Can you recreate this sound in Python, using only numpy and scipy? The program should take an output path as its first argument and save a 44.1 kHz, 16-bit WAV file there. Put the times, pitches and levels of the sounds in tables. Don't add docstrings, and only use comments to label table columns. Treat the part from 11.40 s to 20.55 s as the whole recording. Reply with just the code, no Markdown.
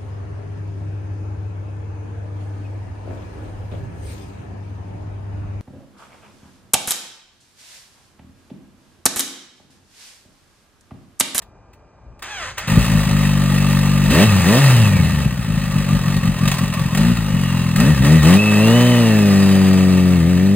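import sys
import numpy as np
from scipy import signal
from scipy.fft import rfft, irfft, next_fast_len
from scipy.io import wavfile
from scipy.ndimage import uniform_filter1d

SR = 44100
rng = np.random.default_rng(int(sys.argv[2]) if len(sys.argv) > 2 else 0)


def gain_from_db(level_db):
    decades = np.asarray(level_db, float) / 20
    return 10 ** decades


def generate_wav(signal):
    frames = np.transpose(np.atleast_2d(signal))
    scaled = np.clip(frames, -1, 1) * 32767
    pcm = np.round(scaled).astype(np.int16)
    wavfile.write(sys.argv[1], SR, pcm)


N = 403515
T = np.arange(N) / SR

# frequency in Hz, relative level in dB per Hz.
AIR_COLOUR = [(15, -22), (25, -4), (54, -2), (235, -16.5), (867, -16.5), (1610, -30), (2100, -37),
              (2440, -34), (3360, -46), (5500, -40), (9000, -55), (11700, -90), (19800, -120)]
AIR_RMS_DB = -49
# frequency in Hz, peak level in dB.
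PUMP_TONES = [(1200, -66.5), (1604, -70), (1995, -77), (2406, -69)]
# peak time in seconds, rms level in dB, 1/e half width in seconds.
GUSTS = [(.11, -55, .04), (.69, -42, 0.084), (1.08, -43, 0.14), (1.25, -35.5, .06)]
# start in seconds, peak level in dB.
KNOCK_TIMES = [(0.018, -33), (0.331, -41), (0.791, -39), (0.822, -19.5), (1.179, -13), (1.448, -16),
               (1.764, -15), (4.502, -30), (5.075, -6.5), (5.114, -8.5), (5.139, -12.5), (5.182, -12.5),
               (5.336, -13.5), (5.547, -11.5), (5.572, -12), (6.358, -9), (6.399, -7.5), (6.645, -9),
               (6.827, -11.5)]
KNOCK_T60_S = 0.072
# frequency in Hz, relative level in dB per Hz.
CLATTER_COLOUR = [(150, -18), (300, -12), (450, -11.5), (700, -13.5), (1000, -12.5), (1500, -15),
                  (1900, -13), (2250, -15.5), (2800, -14.5), (3350, -17.5), (4000, -17), (5200, -19),
                  (6500, -21), (8500, -23), (11700, -23), (15500, -26)]
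# frequency in Hz, width in Hz, rise over the broad colour in dB.
CASE_RINGS = [(544, 80, 7), (877, 90, 4), (1200, 130, 8), (1870, 170, 8), (2620, 260, 7.5), (3780, 200, 3),
              (4200, 240, 2)]
# time in seconds, gear mesh in Hz, whine level in dB, grind rms level in dB.
STARTER_RUN = [(.82, 700, -60, -33), (.91, 860, -35, -37), (.96, 800, -35, -37), (1.03, 630, -33, -31),
               (1.065, 500, -38, -30), (1.115, 535, -41, -35), (1.13, 540, -55, -44),
               (1.168, 540, -60, -46), (1.18, 560, -44, -27), (1.21, 625, -38, -32), (1.3, 700, -50, -35)]
# frequency in Hz, relative level in dB per Hz.
GRIND_COLOUR = [(120, -61), (200, -21), (789, -7), (864, -9), (980, -5.5), (1980, -3), (4640, -15),
                (6770, -13.5), (15000, -41)]
# time in seconds, firings per second.
FIRING_RATE = [(1.27, 48.4), (1.41, 58), (1.58, 51.5), (2.0, 48), (2.69, 48.4), (2.77, 80), (2.825, 104.5),
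               (2.855, 109.5), (3.05, 82.8), (3.205, 142.5), (3.44, 107.2), (3.51, 97.8), (3.86, 64),
               (4.1, 52.4), (4.3, 48.4), (4.98, 44.5), (5.51, 44.2), (5.7, 60.9), (5.92, 46.5),
               (6.345, 40.9), (6.495, 77.5), (6.6, 62.9), (6.74, 81.4), (6.825, 73.9), (7.005, 105.8),
               (7.18, 104.3), (7.37, 120.5), (7.48, 122.8), (7.59, 118.9), (7.72, 108.2), (7.92, 98.4),
               (8.74, 90), (8.83, 81.2), (8.91, 91), (8.97, 88.5), (9.04, 95.5), (9.15, 100.5)]
# time in seconds, exhaust in dB, clatter in dB before its gain.
SLOW_LEVELS = [(1.27, -24, -37.5), (1.5, -16.5, -36.5), (1.75, -14, -37), (2.68, -13, -37),
               (2.92, -11.5, -33.5), (3.17, -13, -33.5), (3.25, -7.5, -30), (3.5, -13, -37),
               (3.8, -15.5, -41), (3.97, -22.5, -45), (4.4, -22.5, -41.5), (5.5, -23, -42),
               (5.78, -20, -41.5), (5.86, -16.5, -41), (6.2, -16.5, -39.5), (6.34, -17.5, -41),
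               (6.58, -13.5, -39), (6.82, -10.5, -38), (7.02, -15.5, -38.5), (7.29, -9.5, -33.5),
               (7.66, -12, -36), (8.16, -11.5, -37), (8.75, -12, -41.5), (9.15, -13.5, -43.5)]
CLATTER_GAIN_DB = 12
# time in seconds, spread of firing strength in dB.
UNEVEN_FIRING = [(1.27, 3.5), (1.7, 2.5), (1.8, .5), (2.7, .5), (2.88, 1.2), (2.98, 1.5), (3.03, 3.5),
                 (3.2, .8), (3.4, 1.5), (3.5, 5), (3.9, 5), (4.4, 2.5), (5.55, 2.5), (5.75, 4), (5.95, 1.5),
                 (6.34, .8), (6.56, 4), (6.8, .6)]
# opening and shutting times in seconds, exhaust rise in dB,
# clatter rise in dB, load from 0 to 1.
THROTTLE_OPENINGS = [(2.669, 2.835, 2.5, 7, 0.81), (3.04, 3.18, 0.5, 3.5, 0.67),
                     (5.54, 5.718, 12, 4.5, 0.11), (6.346, 6.496, 8.5, 6, 0.2), (6.606, 6.76, 6, 5, 0.28),
                     (6.813, 6.956, 5.5, 8.5, 0.57), (6.925, 9.297, 0, 0, 0.9)]
OPENING_S, CLOSING_S = 0.0533, 0.032
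OPEN_SPREAD_DB, OPEN_SHARP_DB_PER_OCTAVE = .4, 1.8
IDLE_FIRINGS_PER_S, OVERRUN_SHARP_DB = 48, -.11
# peak in seconds, rise in dB, 1/e half width in seconds.
STRONG_RUNS = [(1.31, 10, 0.048), (1.39, 10, 0.033), (1.53, 4.5, 0.034), (1.6, 1.5, 0.038), (3.84, 4, .04),
               (4.15, 5, 0.054), (4.25, 4, 0.027), (4.382, 8, 0.049), (4.535, 9, 0.052), (4.719, 8, 0.063),
               (4.869, 10.5, 0.038), (5.05, 11, 0.041), (5.239, 8.5, 0.045), (5.41, 7.5, 0.0503),
               (5.53, 7.5, 0.018)]
CLATTER_DB_PER_SURGE_DB = 0.34
# frequency in Hz, relative level in dB.
PIPE_COLOUR = [(20, -80), (48, -5), (96, -6.5), (145, 2.5), (195, -2.5), (245, -8.5), (300, -22),
               (380, -32), (480, -64), (550, -24), (700, -61), (1100, -31)]
SMEAR_RAD = 0.243
# multiple of the firing rate, relative level in dB before the pipe.
LOADED_ORDERS = [(0.5, -27), (1, 0), (1.5, -10), (2, 0.5), (2.5, -18), (3, -8), (3.5, -39), (4, -6.5),
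                 (4.5, -34), (5, -12.5), (5.5, -47), (6, -17), (7, -23), (8, -22.5), (9, -29)]
# frequency in Hz, gain in dB.
OPEN_PIPE_COLOUR = [(60, 0.5), (110, 1.5), (190, 4), (240, 1.5), (275, 3), (310, -3), (370, -1.5), (470, 2),
                    (540, 1), (620, 3.7), (800, -3), (1000, 2)]
LEAVING_S, DULLING_DB = 8.3, -5.5
REVVING_DB = .012
GEAR_TEETH_PER_FIRING, LOWER_TEETH_PER_FIRING = 24.9, 16.4
# time in seconds, level in dB before its gain, body colour and pull.
WHINE_LEVEL = [(1.27, -50), (2.68, -46), (2.82, -31), (2.9, -39), (3.22, -40), (3.47, -32), (3.9, -50),
               (4.4, -49), (4.6, -44), (5.55, -42), (6.0, -51), (6.34, -46), (6.47, -33), (6.56, -44),
               (6.74, -33), (6.9, -40), (7.0, -26), (7.5, -30), (7.75, -37), (8.2, -45), (9.15, -47)]
# time in seconds, octave of the whine in dB, fuzzy lower mesh in dB.
GEAR_OVERTONES = [(1.27, -60, -62), (6.2, -54, -62), (6.75, -44, -60), (6.82, -32, -60), (6.88, -54, -60),
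                  (7.15, -42, -50), (7.35, -44, -33), (7.75, -45, -33), (7.9, -35, -48), (8.4, -39, -58),
                  (8.9, -52, -62)]
# time in seconds, frequency in Hz, level in dB.
WHISTLE_RUN = [(4.7, 2600, -60), (4.82, 2600, -41), (5.0, 2700, -48), (5.25, 2800, -40), (5.5, 2700, -50),
               (5.95, 2900, -39), (6.1, 2830, -33), (6.28, 2680, -38), (6.4, 2600, -62)]
# frequency in Hz, left lead in radians, level balance left over right in dB,
# likeness of left and right from 0 to 1.
STEREO_IMAGE = [(40, -.2, 2.3, .95), (100, -.15, 1.9, .992), (380, -.3, 2.1, .99), (520, -.3, -1.5, .93),
                (900, -.4, 1.1, .97), (1500, -.3, 0, .97), (1900, .1, 0, .99), (2300, .7, 0, .9),
                (3000, .7, -.5, .9), (3500, 1.3, -1.5, .78), (4200, 1.9, -.5, .85), (4900, 2.5, 0, .8),
                (5300, np.pi, 0, 1), (5600, np.pi, 0, 1), (6100, 3.9, 0, .8), (6900, 4.8, 0, .75),
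                (8100, 2 * np.pi, 0, 1), (8900, 2 * np.pi, 0, 1), (10000, 7.8, 0, .72),
                (11150, 3 * np.pi, 0, 1), (12350, 3 * np.pi, 0, 1), (13400, 11, 0, .78),
                (14550, 4 * np.pi, 0, 1)]


def read(points, hz):
    f, *columns = np.transpose(points)
    return np.squeeze([np.interp(np.log(hz + 1), np.log(f + 1), c) for c in columns])


def curves(rows, t=T):
    s, *columns = np.transpose(rows)
    return [np.interp(t, s, c) for c in columns]


def evened(x):
    return x / np.sqrt(np.mean(x ** 2) + 1e-20)


def coloured(x, db_of_hz):
    log_gain = np.log(gain_from_db(db_of_hz(abs(np.fft.fftfreq(16384, 1 / SR)))))
    taps = np.fft.ifft(np.exp(log_gain - 1j * signal.hilbert(log_gain).imag)).real[:4096]
    return signal.oaconvolve(x, taps)[:len(x)]


def while_on(start_s, end_s):
    return np.clip(np.minimum(T - start_s, end_s - T) / 0.0057, 0, 1)


def swell(s, width_s):
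    return np.exp(-((T - s) / width_s) ** 2)


def body_db(hz):
    rings_db = sum(db / (1 + (2 * (hz - f) / width) ** 2) for f, width, db in CASE_RINGS)
    return read(CLATTER_COLOUR, hz) + rings_db


def surroundings():
    air = evened(coloured(rng.standard_normal(N), lambda hz: read(AIR_COLOUR, hz)))
    band = signal.butter(2, [30, 110], "band", fs=SR, output="sos")
    rumble = evened(signal.sosfilt(band, rng.standard_normal(N)))
    gusts = sum(gain_from_db(db) * swell(s, width_s) for s, db, width_s in GUSTS)
    pump = sum(gain_from_db(db) * np.sin(2 * np.pi * hz * T) for hz, db in PUMP_TONES)
    return gain_from_db(AIR_RMS_DB) * air + gusts * rumble + pump


def knocks():
    out, t = np.zeros(N), T[:6000]
    envelope = np.minimum(t / 0.0032, 1) * gain_from_db(-60 * t / KNOCK_T60_S)
    for s, db in KNOCK_TIMES:
        noise = rng.standard_normal(len(t))
        burst = coloured(noise * envelope, lambda hz: 0.8 * body_db(hz) - 6 * (hz < 600))
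        out[round(s * SR):][:len(t)] += gain_from_db(db) * burst / abs(burst).max()
    return out


def starter():
    hz, whine_db, grind_db = curves(STARTER_RUN)
    waver_rad = .35 * evened(uniform_filter1d(rng.standard_normal(N), 400))
    phase = 2 * np.pi * np.cumsum(hz) / SR + waver_rad
    harmonics_db = [-4, 0, -1, -3, -9, -16, -10, -8]
    whine = sum(gain_from_db(db) * np.sin(k * phase) for k, db in enumerate(harmonics_db, 1))
    grind = evened(coloured(rng.standard_normal(N), lambda f: read(GRIND_COLOUR, f)))
    on = while_on(STARTER_RUN[0][0], STARTER_RUN[-1][0])
    return on * (gain_from_db(whine_db) * whine + gain_from_db(grind_db) * grind)


def running(rate):
    (exhaust_db, clatter_db), (uneven_db,) = curves(SLOW_LEVELS), curves(UNEVEN_FIRING)
    opened, load = np.zeros(N), np.zeros(N)
    for opens_s, shuts_s, louder_db, rattle_db, share in THROTTLE_OPENINGS:
        twist = np.clip(np.minimum((T - opens_s) / OPENING_S, 1 + (shuts_s - T) / CLOSING_S), 0, 1)
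        exhaust_db = exhaust_db + louder_db * twist
        clatter_db = clatter_db + rattle_db * twist
        opened = np.maximum(opened, twist)
        load = np.maximum(load, share * twist)
    surges_db = sum(db * swell(s, width_s) for s, db, width_s in STRONG_RUNS)
    spread_db = opened * OPEN_SPREAD_DB + (1 - opened) * uneven_db
    overrun_db = OVERRUN_SHARP_DB * np.maximum(rate - IDLE_FIRINGS_PER_S, 0)
    sharp_db = opened * OPEN_SHARP_DB_PER_OCTAVE + (1 - opened) * overrun_db
    clatter_db = clatter_db + CLATTER_DB_PER_SURGE_DB * surges_db
    return exhaust_db + surges_db, clatter_db, spread_db, sharp_db, np.clip(load, 0, 1)


def shut_pulses(rate, phase, sharp_db):
    pulses, power = np.zeros(N), np.zeros(N)
    for k in range(1, 20):
        size = gain_from_db(sharp_db * np.log2(k * rate / 170)) * np.clip((900 - k * rate) / 200, 0, 1)
        pulses += size * np.cos(k * phase + SMEAR_RAD * k * k)
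        power += .5 * (size * gain_from_db(read(PIPE_COLOUR, k * rate))) ** 2
    return pulses / np.sqrt(power)


def loaded_pulses(rate, phase):
    dull_db = DULLING_DB * np.maximum(T - LEAVING_S, 0)
    bright_db = REVVING_DB * np.clip(uniform_filter1d(SR * np.gradient(rate), 2000), 0, 450)
    bark, power = np.zeros(N), np.zeros(N)
    for k, db in LOADED_ORDERS:
        tilt_db = bright_db * max(np.log2(k / 2), 0) + dull_db * max(np.log2(k / 3), 0)
        size = gain_from_db(db + read(OPEN_PIPE_COLOUR, k * rate) + tilt_db)
        bark += size * np.cos(k * phase - 0.256 * k * k)
        power += .5 * size ** 2
    return bark / np.sqrt(power)


def engine_clatter(rate, firings, puff_luck):
    since_firing_s = ((firings + 0.12) % 1) / rate
    puff = 0.54 + np.exp(-since_firing_s / 0.0079) * gain_from_db(2.0 * puff_luck)
    puff = uniform_filter1d(puff, size=130)
    ticks = gain_from_db(2.5 * np.minimum(rng.exponential(1, N), 3)) * (rng.random(N) < 60 / SR)
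    n = np.arange(900)
    ticks = np.convolve(ticks, n / 40 * np.exp(-n / 110))[:N]
    return evened(coloured(rng.standard_normal(N) * (puff + 0.16 * ticks), body_db))


def gear_whine(rate, firings, phase, pull_db):
    (whine_db,), (octave_db, lower_db) = curves(WHINE_LEVEL), curves(GEAR_OVERTONES)
    waver = evened(uniform_filter1d(rng.standard_normal((3, N)), 500))
    mesh = 2 * np.pi * GEAR_TEETH_PER_FIRING * firings + 0.47 * waver[0]
    lower_mesh = 2 * np.pi * LOWER_TEETH_PER_FIRING * firings + 1.1 * waver[2]
    mesh_db = .5 * body_db(GEAR_TEETH_PER_FIRING * rate) + whine_db + pull_db + 10.5
    whine = gain_from_db(mesh_db) * np.sin(mesh)
    whine += gain_from_db(octave_db) * np.sin(2 * mesh)
    whine += gain_from_db(lower_db) * np.sin(lower_mesh)
    flutter = (1 + .45 * np.cos(phase)) * gain_from_db(2.2 * waver[1])
    return flutter * whine


def engine():
    (rate,) = curves(FIRING_RATE)
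    exhaust_db, clatter_db, spread_db, sharp_db, load = running(rate)
    surge_db = uniform_filter1d(exhaust_db, 3000, origin=500) - uniform_filter1d(exhaust_db, 12000)
    surge_db = surge_db * while_on(4.1, 5.55)
    rate = rate * (1 + .018 * surge_db)
    pull_db = np.clip(.06 * SR * np.gradient(surge_db), -6, 6)
    firings = np.cumsum(rate) / SR
    draws = rng.standard_normal((int(firings[-1]) + 2, 3))
    luck = draws[(firings + .5).astype(int)].T
    strength = gain_from_db(spread_db * uniform_filter1d(luck[0], 90) - 0.065 * spread_db ** 2)
    late = .018 * spread_db * uniform_filter1d(luck[1], 200)
    phase = 2 * np.pi * (firings + late)
    on = while_on(SLOW_LEVELS[0][0], 2 * T[-1])
    drive = on * strength * gain_from_db(exhaust_db)
    pulses = shut_pulses(rate, phase, sharp_db)
    boom = coloured(drive * np.sqrt(1 - load) * pulses, lambda hz: read(PIPE_COLOUR, hz))
    bark = drive * np.sqrt(load) * loaded_pulses(rate, phase)
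    clatter = gain_from_db(clatter_db + CLATTER_GAIN_DB) * engine_clatter(rate, firings, luck[2])
    return boom + bark + on * (clatter + gear_whine(rate, firings, phase, pull_db))


def whistle():
    hz, db = curves(WHISTLE_RUN)
    waver = evened(uniform_filter1d(rng.standard_normal((2, N)), 400))
    tone = np.sin(2 * np.pi * np.cumsum(hz) / SR + 0.99 * waver[0])
    return while_on(WHISTLE_RUN[0][0], WHISTLE_RUN[-1][0]) * gain_from_db(db + 2.5 * waver[1]) * tone


def scene():
    sound = surroundings() + knocks() + starter() + engine() + whistle()
    size = next_fast_len(N + 4096)
    lead_rad, balance_db, like = read(STEREO_IMAGE, np.fft.rfftfreq(size, 1 / SR))
    like = np.sqrt(np.clip(like, 0, 1))
    scatter = rng.standard_normal((2, 4000)) * np.exp(-np.arange(4000) / 1500)
    scatter = rfft(scatter / np.linalg.norm(scatter, axis=1)[:, None], size)
    side = np.array([[.5], [-.5]])
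    shared = like * np.exp(1j * side * lead_rad)
    stereo = gain_from_db(side * balance_db) * (shared + np.sqrt(1 - like ** 2) * scatter)
    return irfft(rfft(sound, size) * stereo, size)[:, :N]


def roll_off(x):
    return signal.sosfilt(signal.butter(12, 16400, fs=SR, output="sos"), x)


def record(dry):
    cut = signal.sosfilt(signal.butter(3, 36, "high", fs=SR, output="sos"), dry)
    squeezed = 1.1 * np.tanh(cut / 1.1)
    lowpass = signal.firwin(511, 15850, window=("kaiser", 9), fs=SR)
    mix = signal.oaconvolve(squeezed, lowpass[None], "same")
    return roll_off(mix)


dry = scene()
out = record(dry)
generate_wav(out)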